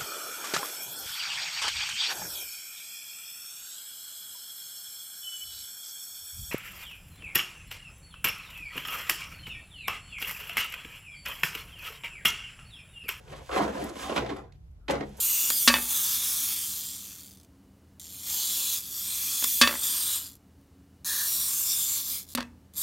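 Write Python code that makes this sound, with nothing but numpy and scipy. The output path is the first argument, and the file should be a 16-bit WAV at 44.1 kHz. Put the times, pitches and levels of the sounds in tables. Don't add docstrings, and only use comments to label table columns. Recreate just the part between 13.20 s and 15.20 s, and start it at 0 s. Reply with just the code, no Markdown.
import sys
import numpy as np
from scipy import signal
from scipy.fft import rfft, irfft
from scipy.io import wavfile
from scipy.ndimage import uniform_filter1d

SR = 44100
rng = np.random.default_rng(int(sys.argv[2]) if len(sys.argv) > 2 else 0)


def dump(signal):
    limited = np.clip(np.atleast_2d(signal).T, -1, 1)
    pcm = np.round(limited * 32767).astype(np.int16)
    wavfile.write(sys.argv[1], SR, pcm)


def volts_from_db(level):
    exponent = np.asarray(level, float) / 20
    return 10 ** exponent


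N = 88200
T = np.arange(N) / SR


def unit(x):
    return x / np.sqrt(np.mean(x ** 2))


def curve(table, hz):
    f, v = np.array(table, float).T
    return np.interp(np.log(hz + 1), np.log(f + 1), v)


def colour(x, table):
    cepstrum = irfft(curve(table, np.arange(4097) * SR / 8192) * np.log(10) / 20)
    cepstrum[1:4096] *= 2
    cepstrum[4097:] = 0
    response = irfft(np.exp(rfft(cepstrum)))[:4096]
    return signal.fftconvolve(x, response)[:len(x)]


def butter(x, order, hz, kind="low"):
    return signal.sosfilt(signal.butter(order, hz, kind, fs=SR, output="sos"), x)


def fade(t60):
    return np.exp(-np.log(1000) * T / t60)


def burst(s, length):
    return (T >= s) * np.exp(-np.maximum(T - s, 0) / max(length, .001))


def walk(rate):
    held = np.interp(T * rate // 1, np.arange(4000), rng.standard_normal(4000))
    return 1.2 * uniform_filter1d(held, int(SR / rate))


def grains(rate, scatter_db):
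    chance, sign, size = rng.random((3, N))
    slips = (chance < rate / SR) * np.sign(sign - .5)
    return unit(slips * volts_from_db(-scatter_db * np.log(size + 1e-4)))


def steady(slips):
    steady_s = .015
    power = uniform_filter1d(butter(slips, 2, 1300) ** 2, int(steady_s * SR))
    return unit(slips / np.sqrt(power + 1e-4))


def wide(mid, side):
    side = butter(side, 2, 362, "highpass")
    return np.array([mid + side, mid - side])


def studio():
    # (frequency [Hz], density [dB per Hz])
    noise_floor = [(24, 1), (40, 4.5), (71, 7), (346, -23.5), (412, -25), (1500, -41.5), (6950, -49.5),
                   (9130, -53), (12600, -48.5), (15000, -61)]
    floor_db, swell_db, swells_per_s, air_db = -51, 1.2, 18.0, -11.5
    mid, side = (colour(n, noise_floor) for n in rng.standard_normal((2, N)))
    air = volts_from_db(air_db) * side * np.array([[1], [-1]])
    return volts_from_db(floor_db + swell_db * walk(swells_per_s)) * (wide(mid, side) + air) / np.std(mid)


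def effort():
    # (time [s], pressure [dB], edge hiss re pressure [dB], bite [dB])
    strokes = [
        [(0.0, -61, -6.5, -9.5), (0.052, -62.5, -5.5, -0.5), (0.132, -45, -12, -5.5), (0.144, -55, -14, 3.5),
         (0.164, -56, -1.5, 22.5), (0.194, -49.5, -11, -9.5), (0.202, -53, -11, -8.5), (0.266, -65, 6.5, 9),
         (0.285, -59, 0, 4)],
        [(0.29, -52.5, -14.5, 9.5), (0.305, -41.5, -17.5, 7.5), (0.335, -34.5, -14, 0), (0.36, -33, -11, 10),
         (0.382, -27, -14, 4), (0.403, -25, -27.5, -3.5), (0.425, -34, -11, -14.5), (0.46, -33.5, -20.5, -14),
         (0.5, -39, -15.5, -9)],
        [(0.52, -46, -20, -13.5), (0.56, -42.5, -9, -1.5), (0.59, -35, -20, -11.5), (0.618, -41, -9, -18.5),
         (0.66, -40.5, -11, -22.5), (0.69, -46.5, -9, -20.5), (0.72, -52.5, -8, -32), (0.75, -53.5, -1.5, -9)],
    ]
    # (time [s], pressure [dB], edge hiss re pressure [dB], bite [dB])
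    returns = [
        [(0.755, -51, -10.5, -2.5), (0.767, -50.5, -3.5, -18), (0.819, -44, 0.5, 16), (0.927, -35, -16.5, -9.5),
         (0.951, -40, -10.5, 6), (0.969, -29.5, -13, 3.5), (1.0, -37, -20.5, -9)],
        [(1.02, -43, -26, -17.5), (1.05, -49, -19.5, -16.5), (1.1, -43, -20, -18), (1.15, -49, -16.5, -18.5),
         (1.195, -48.5, -18, -13), (1.26, -60, -24, -15)],
        [(1.683, -50.5, -29, -14.5), (1.694, -30.5, -27, -17.5), (1.708, -27.5, -7, -5),
         (1.736, -34, -23.5, -15.5), (1.786, -41, -22.5, -11), (1.83, -42.5, -24.5, -24.5),
         (1.874, -60.5, -4, -45), (1.968, -64, 0, -15.5), (2.0, -43.5, -15.5, 25)],
    ]
    lift_s = .035
    press, hiss = 0, 0
    for rows in strokes + returns:
        s, db, rel, bite = np.array(rows, float).T
        on = (T >= s[0]) * np.exp(-np.maximum(T - s[-1], 0) / lift_s)
        press = press + on * volts_from_db(np.interp(T, s, db))
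        hiss = hiss + on * volts_from_db(np.interp(T, s, db + rel))
    rows = np.concatenate(strokes + returns)
    return press, hiss, np.interp(T, rows[:, 0], rows[:, 3])


def rubbing(press):
    slips_per_s, scatter_db = 3000, 2.2
    judder_per_s, judder_db = 70, 1.2
    return press * volts_from_db(judder_db * walk(judder_per_s)) * steady(grains(slips_per_s, scatter_db))


def edge_hiss(hiss):
    # (frequency [Hz], density [dB per Hz])
    hiss_spectrum = [(880, -21.5), (1500, -6), (1900, -4.5), (3380, -4), (4080, -9.5), (7030, -9),
                     (9010, -11.5), (16000, -23.5)]
    threads_per_s, scatter_db = 5900, 1.5
    rustle = unit(colour(grains(threads_per_s, scatter_db), hiss_spectrum))
    return volts_from_db(1.5) * hiss * rustle * volts_from_db(0.28 * walk(36.25))


def even(ir):
    evenness, body_t60_s = .85, .03
    s = rfft(ir)
    return unit(irfft(s / np.abs(s) ** evenness, len(ir)) * fade(2 * body_t60_s)[:len(ir)])


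def body(force):
    # (frequency [Hz], density [dB per Hz])
    radiation = [(59, -47), (100, -8), (280, -3), (355, -1.5), (430, -1), (670, -4), (808, -8), (994, -9),
                 (1720, -14.5), (6790, -34.5), (9000, -60), (11700, -85), (19800, -120)]
    # (frequency [Hz], level [dB], decay t60 [s])
    mode_table = [(209, 2, 0.46), (251.1, -5.5, 0.68), (281, 7.5, 0.07), (300, -3.5, 0.17),
                  (430.4, 7, 0.025), (494.6, 9.5, 0.043), (549.4, -4, 0.14), (675, 2, 0.12), (741, -7.5, 1),
                  (834, 2, 0.26), (1021.4, 10.5, 0.04), (1378, 4, 0.033), (2046, 10, 0.066)]
    place_s, body_t60_s = .07, .03
    mode_db, spread_db = -15.5, -3.5
    n, hop = 10000, int(place_s * SR)
    modes = []
    for hz, db, t60 in mode_table:
        ring = volts_from_db(db) * np.sqrt(1 / t60) * fade(t60) * np.sin(2 * np.pi * hz * T)
        modes.append(ring[:n])
    modes = np.array(modes)
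    tone = colour(np.eye(1, 2048)[0], radiation)
    driven = signal.fftconvolve(force, tone / np.sqrt(np.sum(tone ** 2)))[:N]
    padded = np.pad(driven, (hop, 2 * hop))
    window, decay = np.hanning(2 * hop), fade(body_t60_s)[:n]
    out = np.zeros((2, N + SR))
    for k, (a, b) in enumerate(rng.standard_normal((40, 2, n))[:N // hop + 1]):
        strengths = np.tanh(b[-len(modes):])
        mid = even(a * decay) + volts_from_db(mode_db) * unit(strengths @ modes)
        side = volts_from_db(spread_db) * even(b * decay)
        pair = np.array([mid, side]) / np.sqrt(n)
        push = window * padded[k * hop:(k + 2) * hop]
        part = signal.fftconvolve(pair, push[None], axes=1)
        out[:, k * hop:k * hop + part.shape[1]] += part
    return out[:, hop:hop + N]


def thumps():
    # (time [s], level [dB], frequency [Hz])
    pushes = [(0.069, -61, 65), (0.122, -63, 65), (.31, -38, 63), (0.438, -42, 67.4), (.60, -41, 67.6),
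              (0.829, -44, 68.8), (0.978, -35, 65), (1, -36.5, 126.5), (1.187, -54, 54),
              (1.201, -54.5, 142), (1.301, -52.5, 141.8), (0.032, -54, 129), (0.083, -44.5, 146.2),
              (1.522, -42.5, 48.2), (1.716, -39.5, 66.4), (1.729, -34.5, 142.2), (1.788, -46.5, 137),
              (1.878, -43, 68)]
    t60_s, attack_s = 0.59, 0.009
    out = 0
    for s, db, hz in pushes:
        swell = burst(s, t60_s / np.log(1000)) * (1 - burst(s, attack_s))
        out = out + volts_from_db(db) * swell * np.sin(2 * np.pi * hz * (T - s))
    return out


def knock(s, length):
    attack_s = .0012
    return burst(s, length) * (1 - burst(s, attack_s)) * 2


def knocks():
    # (time [s], strength [dB], thud re strength [dB], rattle length [s])
    blows = [(0.078, -54.5, -2, 0.008), (0.098, -57, -24, 0.019), (0.121, -53, -35, 0.072),
             (0.291, -48.5, 8.5, 0.0038), (0.3114, -44, -7, 0.032), (0.328, -43.5, -9, 0.01),
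             (0.36, -45, 14, 0.0089), (0.376, -34.5, 3, 0.011), (0.449, -48, 13.5, 0.0063),
             (0.476, -50.5, 9, 0.0045), (0.753, -53, 6.5, 0.013), (0.793, -36, -1.5, 0.0031),
             (0.8942, -36.5, 4, 0.0068), (0.9206, -48.5, 13.5, 0.0098), (0.954, -40, -11, 0.0079),
             (0.9604, -31.5, -2, 0.028), (0.9773, -25, -15, 0.0032), (1.061, -41, -7, 0.0092),
             (1.0915, -42.5, -7, 0.026), (1.162, -45.5, -7, 0.0026), (1.6807, -35, -7.5, 0.011),
             (1.6974, -25.5, 7.5, 0.0022), (1.709, -37, 5, 0.005), (1.751, -46.5, 6, 0.014),
             (1.807, -40.5, 6, 0.0048)]
    # (frequency [Hz], density [dB per Hz])
    crack_spectrum = [(470, -40.5), (800, -10.5), (1410, -8), (1700, -8), (3600, -10), (3830, -14),
                      (16000, -43)]
    thud = sum(volts_from_db(db + rel) * knock(s, d) for s, db, rel, d in blows) * steady(grains(5000, 4.5))
    crack = sum(volts_from_db(db) * knock(s, d) for s, db, rel, d in blows) * grains(6000, 0.83)
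    pulse = colour(np.eye(1, 4096)[0], crack_spectrum)
    return thud, volts_from_db(-4) * colour(crack, crack_spectrum) / np.sqrt(np.sum(pulse ** 2))


def scraper():
    bite_hz, bite_top_hz, bite_usual_db = 870, 2070, -10.5
    press, hiss, bite_db = effort()
    thud, crack = knocks()
    force = rubbing(press) + thud
    low, high = butter(force, 2, bite_hz), butter(force, 2, bite_hz, "high")
    upper = butter(high, 2, bite_top_hz)
    bite = volts_from_db((np.clip(bite_db, -24, 4) - bite_usual_db) / 2)
    mid, side = body(low / bite - high - (bite - 1) * upper)
    return mid + edge_hiss(hiss) + crack, side


def singing():
    # (start [s], end [s], level [dB],
    # frequency [Hz])
    rubbing_tones = [(1.58, 1.675, -78, 1330), (.82, .89, -51, 3380), (.84, .9, -45, 760), (.12, .155, -50, 550),
                     (1.27, 1.31, -72, 1550),
                     (.1, 0.146, -48, 410), (.295, 0.343, -39.5, 1210), (.36, 0.389, -32.5, 997),
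              (.383, 0.419, -29, 675), (.402, .418, -30, 1023), (.4, .43, -39, 278), (.44, 0.493, -41, 963),
              (.565, 0.615, -41, 628), (.61, 0.662, -47, 672), (.69, 0.734, -45.5, 325),
              (.9, 0.95, -46, 1040), (.962, .99, -36.5, 1385), (.965, 1.0, -37, 557),
              (1.083, 1.132, -46.5, 1020), (1.681, 1.69, -44, 3400), (1.7, 1.754, -36.5, 549),
              (1.807, 1.839, -51, 580), (1.81, 1.858, -42.5, 310), (0.314, 0.34, -44, 379),
              (1.72, 1.776, -46, 202.6), (1.903, 1.963, -56, 190.6), (1.176, 1.22, -52, 210),
              (1.992, 1.996, -55.5, 1245)]
    out = 0
    for a, b, db, hz in rubbing_tones:
        tone = butter(rng.standard_normal(N), 2, [.91 * hz, 1.09 * hz], "bandpass")
        swell = np.interp(T, [a, a + (b - a) / 3, b, b + 0.0025], [0, 1, 1, 0])
        out = out + volts_from_db(db) * swell * unit(tone)
    return out


def ticks():
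    # (time [s], strength [dB], centre frequency [Hz], length [s])
    snaps = [(0.641, -41.5, 11990, 0.0026), (0.69, -47.5, 6500, 0.0098), (1.164, -59, 6900, 0.0088),
             (1.322, -61, 3240, 0.0043), (1.329, -75, 2930, 0.033), (1.509, -81, 11100, 0.011),
             (1.891, -61.5, 9020, 0.0055), (1.968, -54.5, 10700, 0.045)]
    fade_s, width = 0.002, 0.96
    out = 0
    for s, db, hz, length in snaps:
        band = [hz * (1 - width / 2), min(hz * (1 + width / 2), 20000)]
        noise = unit(butter(rng.standard_normal(N), 2, band, "bandpass"))
        out = out + volts_from_db(db) * (T >= s) * np.exp(-np.maximum(T - s - length, 0) / fade_s) * noise
    return out


def room(x):
    room_db, t60_s, treble_t60_s, split_hz = -5.5, 0.44, 0.17, 1100
    evenness, onset_s = .6, 0.0037
    tails = []
    for n in rng.standard_normal((2, N)):
        bass = butter(n, 1, split_hz)
        decaying = bass * fade(t60_s) + (n - bass) * fade(treble_t60_s)
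        s = rfft(np.clip(T / onset_s, 0, 1) * decaying)
        levelling = (uniform_filter1d(np.abs(s), size=300) / np.abs(s)) ** evenness
        ir = irfft(s * levelling, N) * fade(2 * t60_s)
        tails.append(signal.fftconvolve(x, ir[:SR] / np.sqrt(np.sum(ir ** 2)) * .5)[:N])
    return volts_from_db(room_db) * wide(*tails)


def ports(x):
    # (frequency [Hz], left lead [rad])
    phase_lead = [(0, 0), (300, 0), (600, -1.25), (1120, .2), (2070, 1.0), (2500, -.7), (5430, -1.1),
                  (7000, .5), (16000, .9)]
    # (frequency [Hz], left minus right [dB])
    level_gap = [(60, 6), (110, 0), (200, -1), (380, 3), (700, -5), (1290, 0), (2380, -2), (4400, -7.5),
                 (8120, 0.5), (15000, 0.0)]
    hz = np.arange(N // 2 + 1) * SR / N
    turn = volts_from_db(curve(level_gap, hz) / 2) * np.exp(.5j * curve(phase_lead, hz))
    return np.array([irfft(rfft(x) * turn, N), irfft(rfft(x) / turn, N)])


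def scene():
    mid, side = scraper()
    near = mid + ticks() + singing()
    return ports(near) + wide(0 * side, side) + room(near) + thumps() + studio()


def thin(x):
    # (low edge [Hz], high edge [Hz], share of time dropped [0-1])
    dropped = [(8700, 9300, .7), (11800, 12300, .45), (12300, 13000, .3), (13400, 13800, .15),
               (14900, 15300, .55), (15300, 16400, .75)]
    drops_per_s = 16
    hz, s = np.arange(N // 2 + 1) * SR / N, rfft(x)
    for (lo, hi, share), chance in zip(dropped, rng.random((len(dropped), 64))):
        gate = 1. * (chance < share)[(T * drops_per_s).astype(int)]
        x = x - uniform_filter1d(gate, size=300) * irfft(s * (hz > lo) * (hz <= hi), N)
    return x


def low_pass(x):
    return signal.sosfilt(signal.butter(12, 16380, fs=SR, output="sos"), x)


def record(dry):
    low_hz, top_hz, soft_top = 40.4, 15800, .3
    dip_hz, dip_width_hz, dip_db = 8980, 230, -14
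    hz = np.arange(N // 2 + 1) * SR / N
    dip = volts_from_db(dip_db * np.exp(-((hz - dip_hz) / dip_width_hz) ** 4))
    gain = dip * (hz < top_hz) / np.sqrt(1 + (low_hz / (hz + 1)) ** 8)
    heard = irfft(rfft(dry) * gain, N)
    mix = thin(soft_top * np.tanh(heard / soft_top))
    return low_pass(mix)


dry = scene()
out = record(dry)
dump(out)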